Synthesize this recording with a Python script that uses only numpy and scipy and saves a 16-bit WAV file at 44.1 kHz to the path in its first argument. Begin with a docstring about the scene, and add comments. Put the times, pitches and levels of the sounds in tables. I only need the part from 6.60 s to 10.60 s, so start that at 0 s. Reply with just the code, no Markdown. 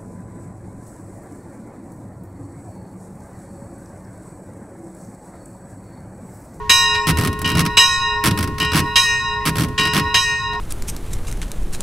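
"""A bronze bell, pulled by a rope, swings in a brick arch, its clapper striking hard on one side and
softly on the other. Each impact excites damped modes, which swell and dip by directivity and bend in
pitch by the Doppler effect as the bell turns. Between blows the headstock creaks by stick-slip friction,
each slip a click and a low knock in the frame, and the fittings squeak. Walls add a faint
reverberation, over outdoor air and rumble."""
import sys
import numpy as np
from scipy import signal
from scipy.fft import rfft, irfft, next_fast_len
from scipy.io import wavfile
from scipy.ndimage import map_coordinates

SR = 44100
rng = np.random.default_rng(int(sys.argv[2]) if len(sys.argv) > 2 else 0)


def waveform_to_disk(signal):
    """Save audio, clipped to [-1, 1], as 16-bit WAV at the path in sys.argv[1]."""
    frames = np.transpose(np.atleast_2d(signal))
    scaled = np.clip(frames, -1, 1) * 32767
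    samples = np.round(scaled).astype(np.int16)
    wavfile.write(sys.argv[1], SR, samples)


N = 176400

# Clapper impacts: start_s, level_db, tilt_db_per_khz, clank_db
BLOWS = [(-.33, 6, -14, -30), (0.095, -3, 0.33, 5), (0.346, -9, -4.5, -8), (0.844, -6, -2, -8.5),
         (1.170, -1.5, 0, 6), (2.002, -4, -2, -16), (2.357, -3.5, 0.04, 3), (3.178, -2, -1.5, -3.5),
         (3.543, -5, -0.17, 3.5)]
# Main modes: pitch_hz, level_db, t60_s, facing_gain_db, node_width, node_positions (both in swing units)
PARTIALS = [(424, -22.5, 6.7, 5, 1, [0.85]), (955.4, -19, 4.9, 7, 0.39, [0.919]),
            (1076.7, -16, 3.97, 1.5, 0.1, [0.96, 0.38, -0.394, -1.1]),
            (1449.6, -21.5, 2.83, 2.5, 0.12, [0.95, 0.65, 0.115, -0.065]),
            (1861.2, -11, 2.15, 2.5, 0.056, [0.831, 0.6, .08, -0.437]),
            (2401, -10.5, 0.49, 10, 0.22, [0.92, 0.64]), (2525, -22, 1.91, 2.5, 0.093, [0.73, 0.16]),
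            (2807.5, -10.5, 1.25, 3.5, 0.23, [.88, 0.14]), (3004, -23.5, 0.81, -5, 0.11, [.3]),
            (3895, -10, 1.21, 9.5, 0.38, [0.99, 0]), (5108, -16.5, 1.04, 5, 0.31, [1.036]),
            (6376, -24, 0.74, 8, 0.15, [.2])]
# Upper modes: pitch_hz, level_db
SHIMMER = [(2915, -14.5), (3140, -19), (3838, -21), (4236, -37), (4404, -33), (4669, -32), (4998, -26),
           (5158, -21.5), (5312, -27.5), (5685, -24.5), (6250, -58), (6564, -30), (6757, -34.5),
           (7253, -34.5), (7714, -22.5), (7864, -35), (8015, -36), (8221, -32), (8422, -31), (9059, -38),
           (9277, -28.5), (9545, -34.5), (9734, -41), (10228, -36), (10327, -37), (10467, -49),
           (10749, -32.5), (11349, -48), (11551, -45), (11766, -40), (11840, -40), (12315, -53),
           (13345, -53), (13804, -52), (13946, -38), (14550, -50), (15661, -45)]
# Decay of the upper modes: pitch_hz, t60_s
SHIMMER_DECAY = [(3100, 0.3), (3800, 1.25), (4400, .75), (5700, 0.89), (9000, 0.55), (15000, 0.5)]
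# Turning points of the swing: time_s, position (1 = mouth towards the listener, -1 = away)
SWING = [(-.4, -.7), (.17, .79), (.75, -.9), (1.345, .89), (1.93, -.95), (2.53, 1), (3.12, -1), (3.72, 1),
         (4.3, -1)]
# Reflections from the arch: delay_s, level_db, share_of_rim_travel
ARCH_ECHOES = [(.006, -15.5, -0.928), (0.0111, -19.5, 0.385)]
# Spectrum of the clapper's contact: frequency_hz, level_db
CLANK_SPECTRUM = [(100, 0), (600, -8.5), (1200, -3), (2800, 6.5), (5000, 0), (8000, -7.5), (12000, -23),
                  (16000, -25)]
# Stick-slip bursts: start_s, length_s, slips_per_s, click_db, rattle_db, knock_db
CREAKS = [(0.47, .044, 136, 1.5, 1, 1.5), (0.572, 0.11, 79.6, -2.5, -4, 2), (0.729, .01, 51, -12, -12, -17),
          (0.79, .055, 30, -5.5, -11.5, 2), (0.858, 0.066, 67, -4.5, -4.5, -5),
          (0.92, .025, 78, -20, -28, 5.5), (0.952, .008, 70, -4, -1, 10), (0.971, .048, 95, -1, 0, 0),
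          (1.052, .014, 87, -7, -4, -16), (1.639, 0.051, 116, 3, 2, 0), (1.71, .01, 45, -10, -5.5, 3),
          (1.775, 0.072, 60, -5, -6.5, -2), (1.875, .01, 46, -13.5, -13, 0.5),
          (1.983, .07, 63, -6.5, -5.5, -8.5), (2.119, 0.032, 65, -7, -2, 3),
          (2.156, 0.053, 110, 0.5, 0.5, -1), (2.854, 0.039, 155, 0, -0.5, -4),
          (2.956, 0.09, 78, -3, -3.5, 2.5), (3.085, .01, 55, -15.5, -18, -6),
          (3.196, 0.087, 54, -6, -2.5, -5.5), (3.335, 0.07, 98, -1, 2, -0.5),
          (3.933, .03, 58, -27, -16.5, -25.5)]
# Spectra of a slip's click, the fittings' rattle and the frame's knock: frequency_hz, level_db
CLICK_SPECTRUM = [(2000, -33), (5500, -4), (7000, -9), (8100, 4.5), (9000, -0.5), (11000, 2.5),
                  (12800, -5.5), (13600, 1), (14200, -9), (15700, -8)]
RATTLE_SPECTRUM = [(200, -13), (450, -5), (750, -8), (1200, 1.5), (1700, -2.5), (2700, -2), (3500, -5.5),
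                   (5700, -6.5), (7000, -15.5), (14000, -37)]
KNOCK_SPECTRUM = [(25, -41), (55, -26.5), (75, 1.5), (100, -3), (125, -3.5), (170, -3), (215, -10.5),
                  (320, -10), (450, -23), (800, -30.5), (3000, -59)]
# Resonances of the wooden headstock: centre_hz, width_hz, level_db
HEADSTOCK_MODES = [(159.4, 16, 3), (204.4, 11, -2), (257, 23, -8.5), (314, 64, -8)]
# Squeaks of the fittings: start_s, pitch_hz, level_db
SQUEAKS = [(2.445, 1140, -36), (2.805, 2000, -35), (3.64, 750, -67), (3.93, 730, -32)]
# Reverberation among the walls: frequency_hz, t60_s
WALL_DECAY = [(100, 0.19), (1500, 1), (12000, 1)]
# Spectra of the outdoor background: frequency_hz, level_db
AIR_SPECTRUM = [(20, -6.5), (120, -10.5), (400, -40), (800, -35), (1500, -34), (3000, -40), (6000, -46),
                (10000, -54), (16000, -60)]
RUMBLE_SPECTRUM = [(20, -43), (45, 2), (110, -0.5), (200, -10.5), (400, -20), (900, -61), (4000, -75)]
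# Likeness of left and right noise: frequency_hz, correlation
COHERENCE = [(25, 0.33), (70, 0.96), (200, 1), (1000, 0.94), (4000, 0.74), (8000, 0.66), (14000, 0.58)]
# Channel imbalance: frequency_hz, left_over_right_db
BALANCE = [(30, -1), (80, 0), (1000, -1.5), (4000, -0.7), (12000, -2)]

ATTACK_S = .003  # rise of the bell's response to a blow


def bell(rim_travel_m=0.273, sound_m_per_s=343, node_leak=0.057):
    """Directivity and Doppler shift: nodes sweep past, and the moving rim bends the tone and its echoes."""
    t = np.arange(N) / SR
    position = swing(t)
    ring = np.zeros((2, N))
    for hz, db, t60_s, facing_db, width, nodes in PARTIALS:
        dips = [np.hypot(np.tanh((position - node) / width), node_leak) for node in nodes]
        directivity = np.prod(dips, axis=0) * amp(facing_db * position)
        ring += bell_mode(hz, db - 0.5, t60_s) * directivity
    for hz, db in SHIMMER:
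        ring += bell_mode(hz, db + 1, along(SHIMMER_DECAY, hz)) * lobe_flicker()
    ring += dense_modes()

    def ring_at(time_s):
        return np.array([map_coordinates(channel, [time_s * SR], mode="mirror") for channel in ring])
    lead_s = rim_travel_m / sound_m_per_s * position
    echoes = sum(amp(db) * ring_at(t - delay_s + share * lead_s) for delay_s, db, share in ARCH_ECHOES)
    return ring_at(t + lead_s) + echoes


def bell_mode(hz, db, t60_s, pan_db=1, spread_rad=0.24):
    """Damped vibration: a mode gains energy at each blow; left and right differ in level and phase."""
    t = np.arange(N) / SR
    start_s, blow_db, tilt, _ = np.transpose(BLOWS)
    phase = 2 * np.pi * (hz * t + rng.random())
    pan, lead = rng.choice([-1, 1], (2, 1, 1)) * np.array([[1], [-1]])
    envelope = ringing(start_s, db + blow_db + tilt * hz / 1e3, t60_s, ATTACK_S)
    return amp(pan_db * pan) * np.sin(phase + spread_rad * lead) * envelope


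def swing(t):
    """Pendulum motion: the position follows half a cosine between turning points."""
    turn_s, position = np.transpose(SWING)
    index = np.arange(len(turn_s))
    turn, fraction = np.divmod(np.interp(t, turn_s, index), 1)
    return np.interp(turn + (1 - np.cos(np.pi * fraction)) / 2, index, position)


def lobe_flicker(depth_db=3.5, knots_per_s=18):
    """Amplitude modulation: a smooth random gain stands for an upper mode's narrow radiation lobes."""
    t = np.arange(0, N / SR + .01, .005)
    wander = map_coordinates(rng.standard_normal(200), [t * knots_per_s], mode="mirror")
    return np.interp(np.arange(N) / SR, t, amp(depth_db * wander))


def dense_modes(count=100, low_hz=2250, high_hz=12600, db=-35.5, fall_db_per_khz=0.5, t60_s=.33):
    """Modal superposition: many weak high modes ring briefly, most strongly after hard blows."""
    t = np.arange(SR // 2) / SR
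    khz = (np.linspace(low_hz, high_hz, count) + rng.normal(0, 70, count)) / 1e3
    tones = np.sin(2e3 * np.pi * khz[:, None] * t + rng.uniform(0, 2 * np.pi, (count, 1)))
    mode_db = db - fall_db_per_khz * (khz - khz[0]) + rng.normal(0, 3, count)
    stereo_db = mode_db + rng.normal(0, 2, (2, count))
    envelope = np.exp(-np.log(1000) * t / t60_s) * (1 - np.exp(-t / ATTACK_S))
    out = np.zeros((2, N + SR))
    for start_s, blow_db, tilt, _ in BLOWS[1:]:  # the first blow falls before time zero
        gains = amp(stereo_db + blow_db + tilt * khz + rng.normal(0, 0.67, count))
        onset = round(start_s * SR)
        out[:, onset:onset + len(t)] += gains @ tones * envelope
    return out[:, :N]


def clank():
    """Impact noise: iron on bronze gives a short, harsh broadband crash."""
    start_s, _, _, db = np.transpose(BLOWS)
    return noise(CLANK_SPECTRUM) * ringing(start_s, db - 15, t60_s=0.12, rise_s=ATTACK_S)


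def creaks(swell_db=3, scatter_db=2.2, jitter_share=.1):
    """Stick-slip friction: each slip clicks, rattles the fittings, rings the wood and knocks the frame."""
    slips = []
    for start_s, length_s, rate, click_db, rattle_db, knock_db in CREAKS:
        scatter, jitter = rng.standard_normal((32, 2)).T
        count = int(np.clip(np.ceil(length_s * rate), 1, len(scatter)))
        for k in range(count):
            db = swell_db * (np.sin(np.pi * (k + .5) / count) - 1) + scatter_db * scatter[k]
            slip_s = start_s + (k + jitter_share * jitter[k] * (k > 0)) / rate
            slips.append((slip_s, click_db + db, rattle_db + db, knock_db + db))
    slip_s, click_db, rattle_db, knock_db = np.transpose(slips)
    click = noise(CLICK_SPECTRUM) * ringing(slip_s, click_db - 20.5, t60_s=0.038, rise_s=.0001)
    rattle = noise(RATTLE_SPECTRUM) * ringing(slip_s, rattle_db - 17.5, t60_s=0.057, rise_s=.0001)
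    wood = headstock() * ringing(slip_s, rattle_db - 19.5, t60_s=0.1, rise_s=0.0059)
    knock = noise(KNOCK_SPECTRUM) * ringing(slip_s, knock_db - 23, t60_s=0.3, rise_s=0.013)
    return click + rattle + wood + knock


def headstock():
    """Resonance: the wood passes noise near its natural frequencies."""
    def response(f):
        return sum(amp(db) / (1 + (2 * (f - hz) / width) ** 2) for hz, width, db in HEADSTOCK_MODES)
    return unit(filtered(rng.standard_normal(N), response))


def squeaks(width_share=0.078):
    """Narrow-band noise has a pitch: brief bursts of it are the squeaks of the fittings."""
    out = np.zeros(N)
    for start_s, hz, db in SQUEAKS:
        band = filtered(rng.standard_normal(N), lambda f: np.exp(-((f / hz - 1) / width_share) ** 2))
        out += unit(band) * ringing(np.array([start_s]), np.array([db]), t60_s=0.14, rise_s=0.0066)
    return out


def walls(x):
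    """Reverberation: diffuse reflections form an exponential tail, shortest in the bass."""
    hz, t, spectra = signal.stft(rng.standard_normal((2, SR // 2)), SR, nperseg=256)
    decay = np.exp(-np.log(1000) * t / along(WALL_DECAY, hz)[:, None])
    tail = signal.istft(spectra * decay, SR, nperseg=256)[1]
    return signal.fftconvolve(x, tail / np.linalg.norm(tail[0]), axes=1)[:, :N]


def outdoors():
    """Stationary noise: faint air and a low rumble."""
    return amp(-34.5) * noise(AIR_SPECTRUM) + amp(-36) * noise(RUMBLE_SPECTRUM)


def ringing(start_s, db, t60_s, rise_s):
    """Energy balance: hits add energy, damping drains it, and amplitude is its square root."""
    loss_per_s = 2 * np.log(1000) / t60_s
    hit_energy = amp(db) ** 2 * np.exp(loss_per_s * np.minimum(start_s, 0))  # hits before zero have faded
    supply = np.bincount(np.clip(start_s * SR, 0, N - 1).astype(int), hit_energy, N)
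    decay, rise = np.exp(-loss_per_s / SR), np.exp(-1 / (rise_s * SR))
    energy = signal.lfilter([1 - rise], [1, -decay - rise, decay * rise], supply)
    return np.sqrt(np.abs(energy))


def noise(spectrum):
    """Partial coherence: independent mid and side signals make coloured stereo noise of rms 1."""
    def response(hz):
        angle = np.arccos(np.clip(along(COHERENCE, hz), -1, 1)) / 2
        return amp(along(spectrum, hz)) * np.array([np.cos(angle), np.sin(angle)])
    mid, side = filtered(rng.standard_normal((2, N)), response)
    return unit(np.array([mid + side, mid - side]))


def filtered(x, response):
    """Linear filtering: the spectrum is multiplied by a frequency response."""
    size = next_fast_len(N + SR // 4)
    return irfft(rfft(x, size) * response(np.fft.rfftfreq(size, 1 / SR)), size)[..., :N]


def along(points, hz):
    """Interpolation on a logarithmic frequency axis."""
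    point_hz, values = np.transpose(points)
    return np.interp(np.log(hz + 1), np.log(point_hz + 1), values)


def amp(db):
    """Amplitude ratio from decibels."""
    return 10 ** (np.asarray(db) / 20)


def unit(x):
    """Normalisation to rms 1."""
    return x / np.sqrt(np.mean(x ** 2) + 1e-20)


def scene():
    """Superposition: the bell, its mounting, their reverberation and the background add."""
    bronze = bell() + clank()
    mounting = creaks() + squeaks()
    reverberation = walls(amp(-18.5) * bronze + amp(-20.5) * mounting)
    return bronze + mounting + reverberation + outdoors()


def record(dry):
    """Soft saturation rounds the peaks of slightly unequal channels; a steep low-pass limits the band."""
    cutoff_hz = 15900
    x = filtered(dry, lambda hz: amp(along(BALANCE, hz) * np.array([[.5], [-.5]])))
    saturated = x / (1 + np.abs(x) ** 6) ** (1 / 6)
    return filtered(saturated, lambda hz: 1 / (1 + (hz / cutoff_hz) ** 120))


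dry = scene()
out = record(dry)
waveform_to_disk(out)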